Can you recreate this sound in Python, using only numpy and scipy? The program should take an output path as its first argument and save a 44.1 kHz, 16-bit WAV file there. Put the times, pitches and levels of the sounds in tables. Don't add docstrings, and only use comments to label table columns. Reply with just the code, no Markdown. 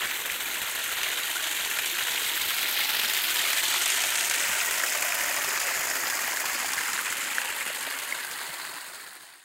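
import sys
import numpy as np
from scipy import signal
from scipy.fft import rfft, irfft
from scipy.io import wavfile
from scipy.ndimage import uniform_filter1d

SR = 44100
rng = np.random.default_rng(int(sys.argv[2]) if len(sys.argv) > 2 else 0)


def output_pcm(signal):
    pcm = np.clip(np.atleast_2d(signal).T, -1, 1) * 32767
    wavfile.write(sys.argv[1], SR, np.round(pcm).astype(np.int16))


N = 416294
TIME = np.arange(N) / SR
BINS_HZ = np.fft.rfftfreq(N, 1 / SR)


def amp(db):
    return 10 ** (np.asarray(db) / 20)


def evened(x):
    return x / np.sqrt(np.mean(x ** 2) + 1e-20)


def bell(x, centre, width):
    return np.exp(-((x - centre) / width) ** 2)


def read(points, hz):
    f, db = np.transpose(points)
    return np.interp(np.log(hz + 1), np.log(f + 1), db)


def read_columns(table, t):
    s, *columns = np.transpose(table)
    return [np.interp(t, s, column) for column in columns]


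def add(mix, s, sound):
    part = mix[max(round(s * SR), 0):][:len(sound)]
    part += sound[:len(part)]


def noise(gain):
    return evened(irfft(rfft(rng.standard_normal(N)) * gain, N))


def burst(envelope, gain):
    return irfft(rfft(envelope * noise(1)) * evened(gain), N)


def wander(hz):
    return noise(BINS_HZ / (BINS_HZ + hz / 2) / (1 + (BINS_HZ / hz) ** 4))


def impacts(per_s, spread_db, cap):
    return (rng.random(N) < per_s / SR) * amp(spread_db * np.minimum(rng.exponential(1, N), cap))


def dying(x, seconds):
    r = np.exp(-1 / (seconds * SR))
    return signal.lfilter([1 - r], [1, -r], x)


def bubble(hz, cycles, rise=0.015, snap=2):
    turns = np.arange(int(6 * cycles * SR / hz)) * hz / SR
    age = turns / cycles
    swell = (age * np.exp(1 - age)) ** snap
    return swell * np.sin(2 * np.pi * turns * (1 + rise * age))


def splashes(surge, per_s=280, spread_db=2.0, cap=3.0, colour_db=4.5, spatter=0.98):
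    crack_s, spatter_s = .0016, .012
    slugs = impacts(per_s, spread_db, cap) * surge
    at = np.flatnonzero(slugs)
    octaves = np.log2(np.geomspace(300, 14000, num=7))
    out = np.zeros(N)
    for pick in np.eye(len(octaves)):
        share = np.interp(np.log2(BINS_HZ + 1), octaves, pick)
        band_db = colour_db * np.clip(rng.standard_normal(N)[at], -2, 2)
        energy = np.zeros(N)
        energy[at] = (slugs[at] * amp(band_db)) ** 2
        power = dying(energy, crack_s) + spatter * dying(energy, spatter_s)
        out += np.sqrt(share.mean()) * evened(noise(np.sqrt(share)) * np.sqrt(power))
    return evened(out)


def foam(surge, per_s, spread_db, cycles, cap=3.04, top_hz=13000, count=44):
    out = np.zeros(N)
    for hz in np.geomspace(230, 15000, count):
        births = impacts(per_s * (hz / 1000) ** .6, spread_db, cap) * surge
        ring = bubble(hz * rng.uniform(0.99, 1.01), cycles * 2 ** rng.uniform(-1.1, 0.78))
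        level = np.sqrt(hz / (1 + (hz / top_hz) ** 4))
        out += level * evened(signal.oaconvolve(births, ring)[:N])
    return evened(out)


def blips(per_s=200, spread_db=2.5, cap=5.1, cycles=5.2, low_hz=400, high_hz=5500):
    out = np.zeros(N)
    for when, size, pitch, length in rng.random((int(per_s * N / SR), 4)):
        hz = low_hz * (high_hz / low_hz) ** np.sqrt(pitch)
        db = spread_db * min(-np.log(1 - size), cap)
        ring = bubble(hz, cycles * np.sqrt(hz / 1000) * 2 ** (length - .5), rise=0.0047)
        add(out, when * N / SR, amp(db) * np.sqrt(hz) * ring)
    return evened(out)


def clusters(per_s=26, spread_db=1.9, life_s=0.005, cycles=2.55, low_hz=450, high_hz=5000, count=7):
    out = np.zeros(N)
    for row in rng.random((int(per_s * N / SR), count + 1, 2)):
        (when, size), bubbles = row[0], row[1:]
        db = spread_db * min(-np.log(1 - size), np.pi)
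        for delay, pitch in bubbles:
            hz = low_hz * (high_hz / low_hz) ** pitch
            start_s = when * N / SR - life_s * np.log(1 - delay)
            add(out, start_s, amp(db) * hz * bubble(hz, cycles))
    return evened(out)


def drops(per_s=130, spread_db=-1.0, cap=4.7):
    return evened(impacts(per_s, spread_db, cap) * rng.choice([-1, 1], N))


def steady(x):
    power = uniform_filter1d(x ** 2, int(.075 * SR))
    return evened(x / np.sqrt(abs(power) + 1e-12))


def pockets(x, depth_db=1.5, width_hz=80, life_s=0.12, top_hz=2600):
    hz, t, z = signal.stft(x, SR, nperseg=2048, noverlap=1536)
    patches = rng.standard_normal((len(t), len(hz))).T
    for axis, steps in enumerate([width_hz / hz[1], life_s / t[1]]):
        kernel = np.exp(-(2 * np.arange(-40, 41) / steps) ** 2)
        patches = signal.fftconvolve(patches, np.expand_dims(kernel, 1 - axis), "same", axes=axis)
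    lift_db = depth_db * evened(patches) / (1 + (hz[:, None] / top_hz) ** 2)
    return signal.istft(z * amp(lift_db), SR, nperseg=2048, noverlap=1536)[1][:N]


# centre in seconds, swell in dB.
GUSHES = [(0.022, 3.5), (0.11, 2), (0.305, 1.5), (1.04, 0), (1.08, 2), (2.81, 2), (3.56, -0.5), (4.84, 1),
          (6.49, 2), (7.18, 0.5), (8.419, 1.5)]
GUSH_HALF_S = 0.036


def heavier(x, top_hz=5000):
    swell = amp(sum(db * bell(TIME, s, GUSH_HALF_S) for s, db in GUSHES)) - 1
    return x + swell * irfft(rfft(x) / (1 + (BINS_HZ / top_hz) ** 4), N)


LULL_DEPTH, LULL_LEAD_S, LULL_HALF_S = 0.28, 0.0065, 0.0033


def parted(x):
    gaps = sum(bell(TIME, s - LULL_LEAD_S, LULL_HALF_S) for s, *_ in SLAPS)
    return x * (1 - LULL_DEPTH * np.minimum(gaps, 1))


# time in seconds, splash in relative dB, gurgle in relative dB,
# place (0 jet, 1 fall, 2 pool, 3 riffle, 4 stream), first notch of a close reflection in Hz.
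PATH = [(0, -32.5, -45.5, 0.24, 4870), (1.8, -30, -45, 0.41, 5300), (2.85, -28, -43, 0.75, 6300),
        (3.8, -26.5, -42, 1, 5200), (4.4, -28, -42, 1.41, 4580), (5.2, -29.5, -39.5, 1.74, 4110),
        (6.0, -31, -40, 2, 3800), (6.9, -31.7, -41.5, 2.42, 3830), (7.7, -33.5, -43.5, 3.17, 4350),
        (8.701, -38, -48.5, 4, 4700)]


def on_path(t):
    loud_db, gurgle_db, place, notch_hz = read_columns(PATH, t)
    return loud_db, gurgle_db, np.clip(place, 0, len(PLACES) - 1), notch_hz


def gurgle_level():
    return on_path(TIME)[1]


# spray over splash in dB, reflection strength 0-1.
PLACES = [(-2.5, 0.45), (-1.56, 0.62), (-0.1, 0.5), (-1.5, 0.11), (-1.9, 0.17)]


def balance_at(place):
    return [np.interp(place, np.arange(len(PLACES)), c) for c in np.transpose(PLACES)]


# frequency in Hz, relative level per Hz in dB.
JET = [(180,-20), (280,-11), (480,-4), (580,-15.5), (900,-11), (1450,-2.5), (2400,-3), (3900,1),
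       (4900,-6.5), (6200,-0.5), (8200,-7.5), (10700,-11.5), (13300,-4), (16000,-4.5)]
FALL = [(180, -25.5), (280, -12.5), (400, -9.5), (560, -19), (900, -10), (1600, -6.5), (2300, -5.5),
        (3300, -2), (4300, -1.5), (5700, 4), (7000, -3.5), (9000, -9), (11000, -18), (13500, -11.5),
        (16000, -10.5)]
POOL = [(180,-20.5), (280,-8.5), (470,-10), (570,-7), (900,-5.5), (1700,1.7), (2500,-1.5), (3100,-2.6),
        (3900,-4), (5000,0.5), (6900,-4.5), (9500,-7.5), (10700,-3), (13300,-4.5), (16000,-12)]
RIFFLE = [(110, -30), (180, -18), (271, -12.5), (339, -18.5), (561, -12.5), (676, -15), (894, -4),
          (1180, -8), (1590, -1.5), (2790, -3.5), (3760, -11), (5460, -13), (8540, -13), (15500, -22.5)]
STREAM = [(180,-27), (280,-6.5), (560,-11.5), (950,-1), (1200,-4), (1600,-0.5), (2300,-8.5), (3100,-10.5),
          (4400,-4.5), (5800,-12.5), (8800,-10.5), (11500,-15), (13700,-18), (16000,-9)]


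def place_db(hz, place):
    views = [JET, FALL, POOL, RIFFLE, STREAM]
    return sum(np.outer(read(view, hz), np.maximum(1 - abs(place - k), 0)) for k, view in enumerate(views))


# centre in Hz, width in Hz, gain in dB.
HOUSING = [(380, 40, 3.5), (430, 22, 1.5), (593, 140, 3), (2004, 180, 1.7), (5120, 130, 2.5),
           (5490, 770, -5), (12100, 1350, 3.5)]


def housing_db(hz):
    return sum(db * bell(hz, f, width) for f, width, db in HOUSING)[:, None]


# centre in Hz before the pitch factor,
# width in Hz, gain in dB when fully heard.
HOLLOW = [(376, 30, 1), (557, 55, 6), (700, 45, 3), (780, 39, -7), (1060, 35, -3), (1620, 54, -4),
          (1850, 50, 0)]
# time in seconds, how strongly it is heard 0-1, pitch factor.
PASSING = [(2.6, 0.2, 0.95), (3.7, 1, 1.01), (4.4, 1, 1.03), (5.4, 1, 1.014), (6.0, 0, 0.99),
           (6.6, 0, 0.92)]


def hollow_db(hz, t):
    near, pitch = read_columns(PASSING, t)
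    return near * sum(db * bell(hz[:, None], f * pitch, width) for f, width, db in HOLLOW)


# time in seconds,
# bright band in Hz, its gain in dB, upper band in Hz, its gain in dB, top band in Hz, its gain in dB.
SWEEP = [(0.2, 6760, -2, 11300, 3, 14500, 10), (1.2, 7000, -0.5, 11500, -3.5, 14700, 1),
         (2.3, 7900, 2, 12100, -5, 14300, -3), (3.2, 8700, -1.5, 15300, 4, 15030, -1),
         (4.2, 8700, 2.5, 14300, 9, 15500, 1), (4.6, 7900, 1.5, 12700, 4, 14500, 8),
         (5.15, 6950, 1, 11800, -1, 13000, 8), (5.9, 6840, 2, 11800, 0, 12700, -2),
         (6.8, 6900, 1, 12200, -5, 13400, -2), (7.3, 7570, 2, 12400, -5.5, 14000, 3),
         (8.0, 7600, -0.5, 12600, 3, 13700, 6), (9.2, 8900, 3, 13800, -3, 14700, -2)]
BRIGHT_WIDTH_HZ, UPPER_WIDTH_HZ, TOP_WIDTH_HZ = 460, 490, 720
BRIGHT_EDGE = 1.24


def sweep_db(hz, t):
    bright_hz, bright_db, upper_hz, upper_db, top_hz, top_db = read_columns(SWEEP, t)
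    f = hz[:, None]
    bright = bell(f, bright_hz, BRIGHT_WIDTH_HZ) - bell(f, BRIGHT_EDGE * bright_hz, BRIGHT_WIDTH_HZ)
    upper = upper_db * bell(f, upper_hz, UPPER_WIDTH_HZ)
    top = top_db * bell(f, top_hz, TOP_WIDTH_HZ)
    return bright_db * bright + upper + top


def comb_db(hz, notch_hz, strength):
    delayed = np.exp(1j * np.pi * hz[:, None] / notch_hz)
    return 20 * np.log10(abs(1 + np.clip(strength, 0, .9) * delayed))


# time in seconds, first notch in Hz, strength 0-1.
GROUND = [(4.4, 400, 0.45), (5.9, 430, 0.23), (6.5, 460, 0.1), (6.95, 620, 0.38), (7.35, 760, 0.1),
          (7.8, 900, 0.04)]
GROUND_TOP_HZ = 1360


def ground_db(hz, t):
    notch_hz, strength = read_columns(GROUND, t)
    return comb_db(hz, notch_hz, np.outer(1 / (1 + (hz / GROUND_TOP_HZ) ** 4), strength))


FLOW_EDGES_HZ = [250, 1200, 4500, 16000]


def heard_on_path(x):
    hz, t, z = signal.stft(x, SR, nperseg=2048, noverlap=1024)
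    loud_db, gurgle_db, place, notch_hz = on_path(t)
    spray_db, echo = balance_at(place)
    colour_db = place_db(hz, place) + housing_db(hz) + hollow_db(hz, t) + sweep_db(hz, t)
    colour_db += comb_db(hz, notch_hz, echo) + ground_db(hz, t)
    levels = [gurgle_db, loud_db, loud_db + spray_db]
    centres = np.sqrt(np.multiply(FLOW_EDGES_HZ[:-1], FLOW_EDGES_HZ[1:]))
    lift_db = 0
    for k, level_db in enumerate(levels):
        band = (hz >= FLOW_EDGES_HZ[k]) & (hz < FLOW_EDGES_HZ[k + 1])
        band_db = 10 * np.log10((amp(colour_db[band]) ** 2).sum(0) / len(hz))
        share = np.interp(np.log(hz + 1), np.log(centres), np.arange(len(levels)) == k)
        lift_db = lift_db + np.outer(share, level_db - band_db)
    return signal.istft(z * amp(colour_db + lift_db), SR, nperseg=2048, noverlap=1024)[1][:N]


def gush(surge_db=0.5, surge_hz=32, foam_db=-5, blips_db=-15, knocks_db=-14.5, drops_db=-13,
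         wash_db=-9.5, level_db=-1.84):
    surge = amp(surge_db * wander(surge_hz))
    water = splashes(surge)
    water += amp(foam_db) * foam(surge, per_s=50, spread_db=2.5, cycles=2.94)
    water += amp(blips_db) * blips() + amp(knocks_db) * clusters()
    water += amp(drops_db) * drops() + amp(wash_db) * noise(1)
    flow = parted(heavier(pockets(steady(water))))
    return amp(level_db) * heard_on_path(flow)


# frequency in Hz, relative level per Hz in dB.
CHURN = [(12, -37), (20, -48), (59, -2.5), (119, -6), (200, 3.5), (260, -34), (440, -120)]
CHURN_DB = -68.5


def rumble(lumps_db=4.5, lumps_hz=12, follow=.04):
    gurgle_db = gurgle_level()
    churn = noise(amp(read(CHURN, BINS_HZ)) / (1 + (BINS_HZ / 210) ** 8))
    swell_db = follow * (gurgle_db - np.median(gurgle_db)) + lumps_db * wander(lumps_hz)
    return churn * amp(CHURN_DB + swell_db)


# centre in seconds, rms at the centre in dB.
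THUDS = [(0.056, -50), (2.46, -49), (3.057, -50), (4.511, -46), (7.18, -60)]
THUD_HALF_S = 0.024


def thuds(low_hz=110, top_hz=400):
    swell = sum(amp(db) * bell(TIME, at, THUD_HALF_S) for at, db in THUDS)
    return swell * noise(BINS_HZ / (BINS_HZ + low_hz) / (1 + (BINS_HZ / top_hz) ** 4))


# start in seconds, peak in dB, starting pitch in Hz, cycles to the peak.
PLOPS = [(0.112, -20, 2200, 2.2), (0.299, -16, 2100, 2.2), (2.178, -17, 2330, 1.6), (2.645, -37.5, 340, 2),
         (2.81, -23, 2050, 7), (3.742, -23.5, 950, 2.2), (4.036, -29.5, 700, 2.9),
         (4.603, -14.5, 2430, 2.3), (4.711, -18, 1660, 2), (4.814, -19.5, 1840, 2), (4.835, -16, 1630, 3.1),
         (5.025, -12, 2230, 1.6), (5.122, -13, 2190, 2.1), (5.315, -21, 1810, 3.5), (5.481, -25, 1830, 2.4),
         (5.912, -16, 1850, 2.2), (6.280, -24, 745, 1.4), (6.321, -21, 1900, 2.1),
         (6.371, -17.5, 1670, 2.8), (6.44, -25.5, 890, 2.7), (6.643, -25.5, 750, 2.6),
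         (6.7878, -17, 1620, 2.8), (6.885, -22, 1350, 1.4), (6.977, -20, 1680, 3), (6.9895, -18, 1460, 2.6),
         (7.125, -13.5, 1700, 1.3), (7.3821, -11, 1620, 2.7), (7.609, -18, 1900, 1.3),
         (7.70, -30, 580, 2.3), (7.874, -29.5, 626, 1.8), (7.922, -25, 1610, 4.8), (8.123, -16, 2050, 4.9),
         (8.149, -26, 1550, 2.8), (9.0865, -32, 1540, 2.4)]


def plops(snap=4.7, spit_db=-17, spit_s=0.0045, spit_hz=2600):
    out, spit = np.zeros(N), np.zeros(N)
    for s, db, hz, cycles in PLOPS:
        add(out, s, amp(db) * bubble(hz, cycles, snap=snap))
        add(spit, s, amp(db + spit_db) * np.exp(-TIME[:SR // 20] / spit_s))
    ratio = BINS_HZ / spit_hz
    return out + burst(spit, ratio / (1 + ratio ** 2))


def glugs(per_s=2, low_hz=300, high_hz=1200, cycles=3.5, over_db=6.5, range_db=7):
    out, gurgle_db = np.zeros(N), gurgle_level()
    for when, size, pitch in rng.random((int(per_s * N / SR), 3)):
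        hz = low_hz * (high_hz / low_hz) ** pitch
        db = gurgle_db[int(when * N)] + over_db - range_db * size
        add(out, when * N / SR, amp(db) * np.sqrt(hz / 1000) * bubble(hz, cycles))
    return out


# start in seconds, smack onset in dB, spray onset in dB.
SLAPS = [(1.032, -22.5, -25), (1.787, -19, -28), (1.859, -26, -23), (1.987, -23, -36), (2.16, -31, -28),
         (3.015, -22, -25), (3.135, -28, -23), (3.531, -22, -22), (3.859, -35, -19), (3.902, -28, -18),
         (4.038, -24, -20), (4.156, -24, -19.5), (4.209, -26, -19), (4.298, -35, -19), (4.311, -22.5, -24),
         (4.338, -30, -21), (4.71, -30, -25), (5.364, -40, -26), (5.601, -29, -23), (6.1, -29, -21),
         (6.734, -37, -22), (6.932, -28, -22.5), (7.058, -26, -32), (7.349, -36, -26), (7.988, -30, -30),
         (8.313, -40, -29)]


def slaps(smack_hz=2400, spray_hz=7800, spatter=0.24, spatter_s=0.01):
    smack_s, spray_s = .0038, .0022
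    smack, spray, t = np.zeros(N), np.zeros(N), TIME[:SR // 20]
    tail = spatter * np.exp(-t / spatter_s)
    for s, smack_db, spray_db in SLAPS:
        add(smack, s, amp(smack_db) * ((1 - spatter) * np.exp(-t / smack_s) + tail))
        add(spray, s, amp(spray_db) * ((1 - spatter) * np.exp(-t / spray_s) + tail))
    low, high = BINS_HZ / smack_hz, BINS_HZ / spray_hz
    return burst(smack, low ** 2 / (1 + low ** 5)) + burst(spray, high ** 2 / (1 + high ** 6))


def scene():
    return (gush() + rumble() + thuds() + plops() + glugs() + slaps())[None]


FADE_START_S, SILENT_S = 8.63, 9.553
EDGE_HZ = 15800


def record(dry):
    faded = dry * np.clip((SILENT_S - TIME) / (SILENT_S - FADE_START_S), 0, 1)
    lowpass = signal.firwin(511, EDGE_HZ, window=("kaiser", 9), fs=SR)
    return signal.oaconvolve(faded, lowpass[None], "same")


dry = scene()
out = record(dry)
output_pcm(out)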